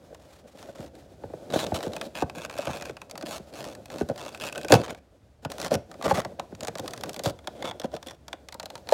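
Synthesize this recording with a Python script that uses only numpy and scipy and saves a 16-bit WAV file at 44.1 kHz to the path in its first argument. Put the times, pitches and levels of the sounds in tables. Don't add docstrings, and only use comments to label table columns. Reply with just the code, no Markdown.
import sys
import numpy as np
from scipy import signal
from scipy.fft import rfft, irfft, next_fast_len
from scipy.io import wavfile
from scipy.ndimage import map_coordinates

SR = 44100
rng = np.random.default_rng(int(sys.argv[2]) if len(sys.argv) > 2 else 0)


def wav_record(signal):
    frames = np.transpose(np.atleast_2d(signal))
    bounded = np.clip(frames, -1, 1)
    quanta = np.round(bounded * 32767).astype(np.int16)
    wavfile.write(sys.argv[1], SR, quanta)


N = 393813

# frequency in Hz, relative spectral level in dB.
ROOM_SPECTRUM = [(18, -50.5), (30, -25), (41, -14.5), (70, 3), (131, -26), (245, -17.5), (287, -19.5),
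                 (9220, -50), (16000, -59.5)]
# frequency in Hz, relative spectral level in dB.
SLIP_SPECTRUM = [(410, -23), (700, 5.5), (830, 0), (2270, -12.5), (3940, -9.5), (16000, -23.5)]
# frequency in Hz, bandwidth in Hz, gain in dB.
PANEL_MODES = [(1327, 110, -14.5), (1760, 530, -14.5), (2430, 140, -7.5), (3460, 620, -17.5),
               (4720, 300, -16), (7240, 2300, -14.5)]
# frequency in Hz, bandwidth in Hz, gain in dB.
BOX_MODES = [(167, 130, -5), (295, 162, -1.5), (565.6, 152, 1.5), (770, 326, -10.5), (1490, 74, -9)]
# band centre in Hz, 60 dB decay time in seconds before decay_scale.
CARD_DAMPING = [(800, 0.1), (1800, 0.027), (4000, 0.028), (9000, 0.032), (15000, 0.0027)]
# start in seconds, first resonance in Hz, its gain in dB,
# second resonance in Hz, its gain in dB, treble tilt in dB per octave.
SHEET_COLOURS = [(0, 2840, -12, 2000, -19, 0), (1.45, 3920, 2.5, 3020, -5.5, 0.5),
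                 (1.95, 2530, 8, 1610, -3, 0), (3.06, 4370, 0, 2680, -5, 1.5),
                 (3.45, 4400, -6, 2580, -1.5, .5), (4.1, 2680, 0, 4600, -4, -0.5),
                 (4.33, 2590, 12, 1530, 6, 2), (4.71, 4650, -2.5, 2585, -3, -1.5),
                 (4.79, 3070, 4.5, 6800, -6.5, -1), (4.87, 2270, 11, 3600, -3, -1),
                 (5.3, 1476, -4, 2980, -9, 0), (5.47, 5830, -5, 1370, -6, 0.5),
                 (5.9, 1950, 5.5, 1195, 5, 0), (6.3, 6800, 0, 4800, -17, 0.5),
                 (6.76, 3480, -5, 4480, -3, 1.5), (7.3, 3420, 6.5, 2160, 4.5, -1),
                 (7.75, 3430, 6, 5600, 1, 0.5), (8.5, 4200, 5.5, 900, -3.5, 1)]
# time in seconds, level of the box's drone in dB.
GRIP_LEVELS = [(0.0, -54), (0.35, -66.5), (1.51, -45), (1.71, -37), (2.26, -50.5), (2.74, -48.5),
               (2.93, -55.5), (4.78, -44.5), (4.951, -62), (5.47, -68.5), (5.62, -57), (6.219, -46),
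               (6.37, -53.5), (7.11, -41.5), (7.36, -53), (7.76, -51), (8.159, -61), (8.93, -48.5)]
# start in seconds, length in seconds, base creak level in dB,
# base drone level in dB.
DRAGS = [(0.037, 0.54, -64, -59.5), (0.545, 0.19, -57, -51.5), (0.745, 0.14, -55, -48.5),
         (0.918, 0.15, -63, -52), (1.497, 0.052, -49.5, -35.5), (1.533, 0.1144, -39, -37.5),
         (1.738, .032, -38, -34), (1.826, 0.054, -46, -37.5), (1.913, 0.161, -52, -41.5),
         (2.147, 0.084, -42, -40.5), (2.345, .12, -47.5, -46), (2.504, .269, -45.5, -48),
         (2.74, 0.17, -50.5, -45.5), (3.093, 0.16, -74.5, -46.5), (3.253, 0.13, -43, -43),
         (3.46, 0.049, -60, -53), (3.524, .208, -47.5, -44.5), (3.91, 0.12, -46.5, -41),
         (4.086, 0.029, -46.5, -32), (4.172, 0.12, -44.5, -44.5), (4.286, 0.081, -52.5, -75),
         (4.405, 0.085, -42.5, -39), (4.552, 0.057, -57, -37), (4.694, 0.07, -39, -29),
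         (4.719, 0.034, -29, -22), (4.738, 0.082, -44.5, -33.5), (4.828, 0.028, -42, -44),
         (4.866, 0.066, -52.5, -41), (4.899, 0.0085, -43, -49), (4.954, 0.035, -62, -56),
         (5.42, 0.043, -58, -53), (5.493, 0.099, -54.5, -45.5), (5.591, 0.093, -44, -41),
         (5.704, 0.051, -37.5, -29.5), (5.76, 0.028, -58, -37.5), (5.881, 0.091, -62.5, -49),
         (6.035, 0.034, -36.5, -33.5), (6.073, 0.051, -37, -32.5), (6.136, 0.068, -37.5, -36),
         (6.62, 0.031, -52.5, -38.5), (6.767, 0.047, -67, -56), (7.235, 0.071, -39, -33.5),
         (7.435, 0.015, -57.5, -46.5), (7.543, 0.084, -58, -46), (7.639, 0.063, -43, -37.5),
         (7.833, 0.02, -48.5, -45), (7.924, 0.036, -52, -41), (8.059, .055, -45, -46),
         (8.119, 0.033, -60, -61.5), (8.901, 0.078, -44.5, -55)]
# start in seconds, peak level in dB.
CREASE_SNAPS = [(0.146, -38), (0.627, -34.5), (0.805, -34.5), (0.9523, -42.5), (1.5018, -30), (1.5234, -28),
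                (1.5396, -21.5), (1.6394, -27), (1.6659, -21), (1.7116, -38), (1.7459, -26),
                (1.7741, -30.5), (1.7878, -32), (1.8057, -28), (1.8282, -24), (1.9332, -24.5),
                (1.9642, -24.5), (2.0121, -22), (2.297, -26), (2.3567, -34), (2.4354, -36), (2.449, -22.5),
                (2.4969, -28), (2.584, -25), (2.6534, -28.5), (2.6711, -19), (2.8101, -31), (2.8222, -27),
                (2.8545, -30), (2.8942, -29), (2.9677, -32), (3.016, -28.5), (3.097, -36), (3.111, -26.5),
                (3.1542, -32.5), (3.1766, -28), (3.2108, -30), (3.2249, -29), (3.7499, -32.5),
                (3.8566, -34.5), (3.8817, -44), (3.901, -32), (4.0878, -30), (4.1591, -35.5),
                (4.1779, -31.5), (4.3243, -42), (4.3466, -27), (4.3744, -37.5), (4.3992, -28.5),
                (4.496, -28.5), (4.5251, -24.5), (4.5496, -32), (4.5569, -26), (4.578, -24), (4.6126, -32),
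                (4.6315, -30), (4.6471, -24.5), (4.683, -23), (4.7213, 0.5), (4.7392, -6.5), (4.861, -29),
                (4.8801, -28), (4.8943, -27), (4.947, -34), (5.449, -21), (5.5006, -30), (5.5176, -25),
                (5.582, -26), (5.5996, -25), (5.6148, -19.5), (5.6273, -27), (5.646, -21.5), (5.661, -23.5),
                (5.7099, -35), (5.7401, -16.5), (5.914, -30.5), (5.9406, -38), (6.0118, -26),
                (6.0243, -23.5), (6.0791, -22), (6.1447, -36), (6.2168, -29.5), (6.2482, -22.5),
                (6.396, -21), (6.5494, -33.5), (6.6069, -24), (6.632, -23), (6.648, -27), (6.6716, -23),
                (6.6813, -20.5), (6.7533, -25.5), (6.7741, -35), (6.783, -25.5), (6.796, -24),
                (6.8416, -45), (6.8585, -33), (6.8778, -22), (6.9077, -29.5), (6.9346, -23.5),
                (6.9624, -38.5), (6.976, -30), (7.0095, -31.5), (7.0353, -17.5), (7.0586, -35.5),
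                (7.093, -25.5), (7.1314, -29.5), (7.1428, -29.5), (7.1624, -26.5), (7.1926, -23),
                (7.236, -22.5), (7.2599, -17.5), (7.3891, -39.5), (7.4724, -21), (7.6241, -22.5),
                (7.647, -28), (7.7109, -24), (7.7978, -23), (7.8159, -28), (7.856, -33), (7.9166, -44),
                (7.9479, -39), (7.9643, -29), (8.0272, -31), (8.0694, -29.5), (8.109, -31), (8.2808, -30),
                (8.3292, -22), (8.4858, -28.5), (8.5236, -29.5), (8.543, -28.5), (8.5977, -23),
                (8.6296, -28.5), (8.6567, -26.5), (8.7016, -30), (8.7538, -26.5), (8.778, -40),
                (8.8714, -34.5), (8.8889, -23), (8.904, -30.5), (8.913, -26.5), (8.9231, -15)]
# start in seconds, peak level in dB, pitch in Hz,
# the box's thump in dB relative to the pop.
PANEL_POPS = [(0.124, -36, 460, -31), (0.685, -32.5, 556, -22.5), (0.785, -37.5, 560, 4),
              (1.234, -24, 480, -13), (1.297, -34, 603, -22), (1.333, -24.5, 490, -13),
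              (1.529, -19, 520, -15), (1.555, -12, 420, -40), (1.717, -16.5, 567, -5),
              (1.864, -18.5, 520, -13.5), (2.22, -12.5, 751, -11.5), (2.444, -36, 604, -8),
              (2.585, -20, 588, -39), (2.668, -21.5, 720, -9), (2.691, -23.5, 806, -5),
              (2.893, -25, 533, -17), (3.227, -27, 370, -13), (3.394, -34.5, 410, -4),
              (4.008, -14, 460, -13.5), (4.093, -16, 524, -12.5), (4.644, -23.5, 530, -37),
              (4.702, -12.5, 553, -30), (4.719, -3, 475, -11), (4.736, -3.5, 780, -4.5),
              (5.449, -25.5, 247, -3), (5.712, -11, 604, -34), (5.744, -17, 541.3, -7),
              (6.055, -16, 480, -11), (6.109, -8.5, 810, -17), (6.175, -15.5, 583, -17),
              (6.248, -24, 670, -11.5), (6.317, -33.5, 520, -8), (6.387, -31, 590, -13),
              (6.52, -31, 503, -7), (6.68, -24.5, 496, -14), (6.752, -29.5, 667, -28),
              (6.79, -25, 724, -10), (7.193, -27, 505, -22), (7.255, -16, 556.4, -4),
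              (7.473, -25, 682, -30), (7.796, -30.5, 549.5, -16), (7.84, -18.5, 530, -33),
              (7.933, -22.5, 464, -28), (8.334, -33, 670, -34), (8.543, -31.5, 920, -30),
              (8.629, -33.5, 655, -30), (8.657, -37, 660, -28), (8.92, -4.5, 688, 4)]

ROOM_DB, ECHO_DB, RUSTLE_DB, RUMBLE_DB = -58.5, -22, -63, -58.5
USUAL_CREAK_DB, USUAL_SLIPS_PER_S, SPOTS_PER_S = -45, 110, 40
ATTACK_S, SLIDE_ATTACK_S, CREAK_T60_S, DRONE_T60_S = 0.0063, 0.03, 0.02, 0.053


def amp(db):
    return 10 ** (np.asarray(db) / 20)


def unit_rms(x):
    return x / np.sqrt(np.mean(x ** 2) + 1e-20)


def unit_peak(x):
    return x / np.abs(x).max(axis=1, keepdims=True)


def wobble(rate):
    return map_coordinates(rng.standard_normal(int(N * rate / SR) + 4), [np.arange(N) * rate / SR])


def decay(t, t60, rise_s):
    return amp(-60 * t / t60) * (1 - np.exp(-t / rise_s))


def place(times, sounds):
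    track = np.zeros(N + SR)
    for start, x in zip(times, sounds):
        track[round(start * SR):][:len(x)] += x
    return track[:N]


def filtered(x, response):
    n = x.shape[-1]
    padded = next_fast_len(n + 4096)
    return irfft(rfft(x, padded) * response(np.fft.rfftfreq(padded, 1 / SR)), padded)[..., :n]


def spectrum(f, points):
    hz, db = np.transpose(points)
    return amp(np.interp(np.log(f + 1), np.log(hz + 1), db))


def resonance(f, hz, width):
    return 1j * f * width / (hz * hz - f * f + 1j * f * width)


def modes(f, table):
    return sum((-1) ** k * amp(db) * resonance(f, hz, width) for k, (hz, width, db) in enumerate(table))


def bending(f, spread):
    return np.exp(-1j * spread * (np.sqrt(f) - f / np.sqrt(SR * 2)))


def card_colour(f):
    return spectrum(f, SLIP_SPECTRUM) * (1 + 2 * np.abs(modes(f, PANEL_MODES)))


def treble_tilt(f, db_per_octave):
    return amp(db_per_octave * np.log2(np.maximum(f, 1000) / 3000))


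def row_at(table, time):
    starts, *columns = np.transpose(table)
    row = np.maximum(np.searchsorted(starts, time) - 1, 0)
    return [column[row] for column in columns]


def sheet_colour(f, time, detune=0):
    first_hz, first_db, second_hz, second_db, tilt_db = row_at(SHEET_COLOURS, time)
    rings = [(first_hz * np.exp(detune), first_db), (second_hz * np.exp(-detune), second_db)]
    ringing = sum(amp(db) * resonance(f, hz, width=0.069 * hz) for hz, db in rings)
    return (1 + ringing) * treble_tilt(f, tilt_db)


def card_bursts(count, decay_scale):
    t = np.arange(SR // 16) / SR
    noise = rng.standard_normal((count, len(t)))
    bursts = 0
    for hz, t60 in CARD_DAMPING:
        band = filtered(noise, lambda f: np.exp(-(np.log((f + 1) / hz) / 0.97) ** 2) * card_colour(f))
        bursts += band * decay(t, decay_scale * t60, rise_s=0.00033)
    return filtered(bursts, lambda f: bending(f, 0.5))


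def slips(rate, spread_db):
    cycles = np.cumsum(rate / SR * amp(2.5 * wobble(30) + 1.5 * wobble(150)))
    released = np.diff(np.floor(cycles), prepend=0) > 0
    return released * amp(spread_db * rng.standard_normal(N)) * np.sign(rng.standard_normal(N))


def box_drone(shake):
    return unit_rms(filtered(shake, lambda f: modes(f, BOX_MODES) / (1 + (f / 1100) ** 4)))


def room_hum():
    return amp(ROOM_DB) * unit_rms(filtered(rng.standard_normal(N), lambda f: spectrum(f, ROOM_SPECTRUM)))


def room_echo(x):
    t = np.arange(SR // 3) / SR
    tail = filtered(rng.standard_normal(len(t)), lambda f: 1 / (1 + f / 3000)) * amp(-60 * t / 0.32)
    return amp(ECHO_DB) * signal.fftconvolve(x, tail / np.linalg.norm(tail))[:N]


def handling():
    drone_db = np.interp(np.arange(N) / SR, *np.transpose(GRIP_LEVELS))
    grip_db = drone_db - drone_db.mean()
    surge = wobble(25)
    flutter = amp(2 * surge + 1.5 * wobble(6))
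    friction = rng.standard_normal(N) + 0.15 * unit_rms(slips(60, spread_db=6))
    rustle = flutter * filtered(friction, card_colour)
    drone = box_drone(amp(2.5 * surge + 2.5 * wobble(40)) * rng.standard_normal(N))
    jostle = amp(3 * wobble(15)) * rng.standard_normal(N)
    rumble = filtered(jostle, lambda f: resonance(f, hz=95, width=90) ** 2 * f / (f + 60))
    return (amp(RUSTLE_DB + 0.79 * grip_db) * unit_rms(rustle) + amp(drone_db) * drone
            + amp(RUMBLE_DB + 0.25 * grip_db) * unit_rms(rumble))


def slip_ticks(spot_count=12):
    _, creak_db, _ = row_at(DRAGS, np.arange(N) / SR)
    pulses = slips(USUAL_SLIPS_PER_S * amp(0.55 * (creak_db - USUAL_CREAK_DB)), spread_db=3)
    spot = rng.integers(spot_count, size=N)[np.arange(N) * SPOTS_PER_S // SR]
    rings = card_bursts(spot_count, decay_scale=0.55)
    return unit_rms(sum(signal.fftconvolve(pulses * (spot == k), x)[:N] for k, x in enumerate(rings)))


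def flap_creaks():
    ticks = slip_ticks()
    rasp = unit_rms(amp(3 * wobble(90) + 2 * wobble(25)) * filtered(rng.standard_normal(N), card_colour))
    flutter = amp(3.2 * wobble(40))
    drone = box_drone(flutter * (unit_rms(slips(200, spread_db=3.5)) + rng.standard_normal(N)))
    sounds = []
    for start, length, creak_db, drone_db in DRAGS:
        first = round(start * SR)
        span = slice(first, first + round((length + 0.076) * SR))
        t = np.arange(len(ticks[span])) / SR
        since_stop = np.maximum(t - length, 0)
        rasp_share = min(0.1 + 0.04 * abs(USUAL_CREAK_DB - creak_db), 1)
        friction = np.sqrt(1 - rasp_share) * ticks[span] + np.sqrt(rasp_share) * rasp[span]
        creak = filtered(friction, lambda f: sheet_colour(f, start))
        creak *= amp(creak_db - 60 * since_stop / CREAK_T60_S)
        box = drone[span] * amp(drone_db - 60 * since_stop / DRONE_T60_S)
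        attack = np.minimum(t / (ATTACK_S + SLIDE_ATTACK_S * rasp_share ** 3), 1)
        arch = np.sin(np.pi * np.minimum(t / length, 1) ** 1.6)
        swell_db = (1.5 + 2 * rasp_share) * arch
        sounds.append(attack * amp(swell_db) * (creak + box))
    return place([row[0] for row in DRAGS], sounds)


def panel_pops():
    start, db, hz, thump_db = np.transpose(PANEL_POPS)[:, :, None]
    t = np.arange(SR // 5) / SR
    push = rng.standard_normal((len(start), len(t))) * decay(t, t60=0.041, rise_s=0.0005)
    tone = lambda f: (0.35 / 0.39 * resonance(f, hz, width=0.39 * hz)) ** 2
    box = lambda f: 0.62 * modes(f, BOX_MODES) / (1 + (f / 2300) ** 2)
    pop = filtered(push, lambda f: bending(f, 1.1) * (tone(f) + box(f)))
    shove = rng.standard_normal(push.shape) * decay(t, t60=0.083, rise_s=0.0048)
    bass = lambda f: amp(-2) * resonance(f, hz=80, width=60) - resonance(f, hz=200, width=120)
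    thump = filtered(shove, lambda f: bending(f, 1.5) * bass(f) / (1 + (f / 320) ** 4))
    return place(start[:, 0], (unit_peak(pop) + amp(thump_db) * unit_peak(thump)) * amp(db))


def crease_snaps():
    start, db = np.transpose(CREASE_SNAPS)[:, :, None]
    detune, tilt_db = np.split(rng.normal(scale=[0.015, 1.5], size=(len(start), 2)), 2, axis=1)
    bursts = card_bursts(len(start), decay_scale=0.57)
    snaps = filtered(bursts, lambda f: sheet_colour(f, start, detune) * treble_tilt(f, tilt_db))
    return place(start[:, 0], unit_peak(snaps) * amp(db))


def scene():
    direct = crease_snaps() + panel_pops() + flap_creaks()
    return (direct + room_echo(direct) + handling() + room_hum())[None]


def record(dry):
    soft = dry / (1 + np.abs(dry / 0.95) ** 4) ** (1 / 4)
    return filtered(soft, lambda f: (f < 15900) / (1 + (44 / (f + 1)) ** 4))


dry = scene()
out = record(dry)
wav_record(out)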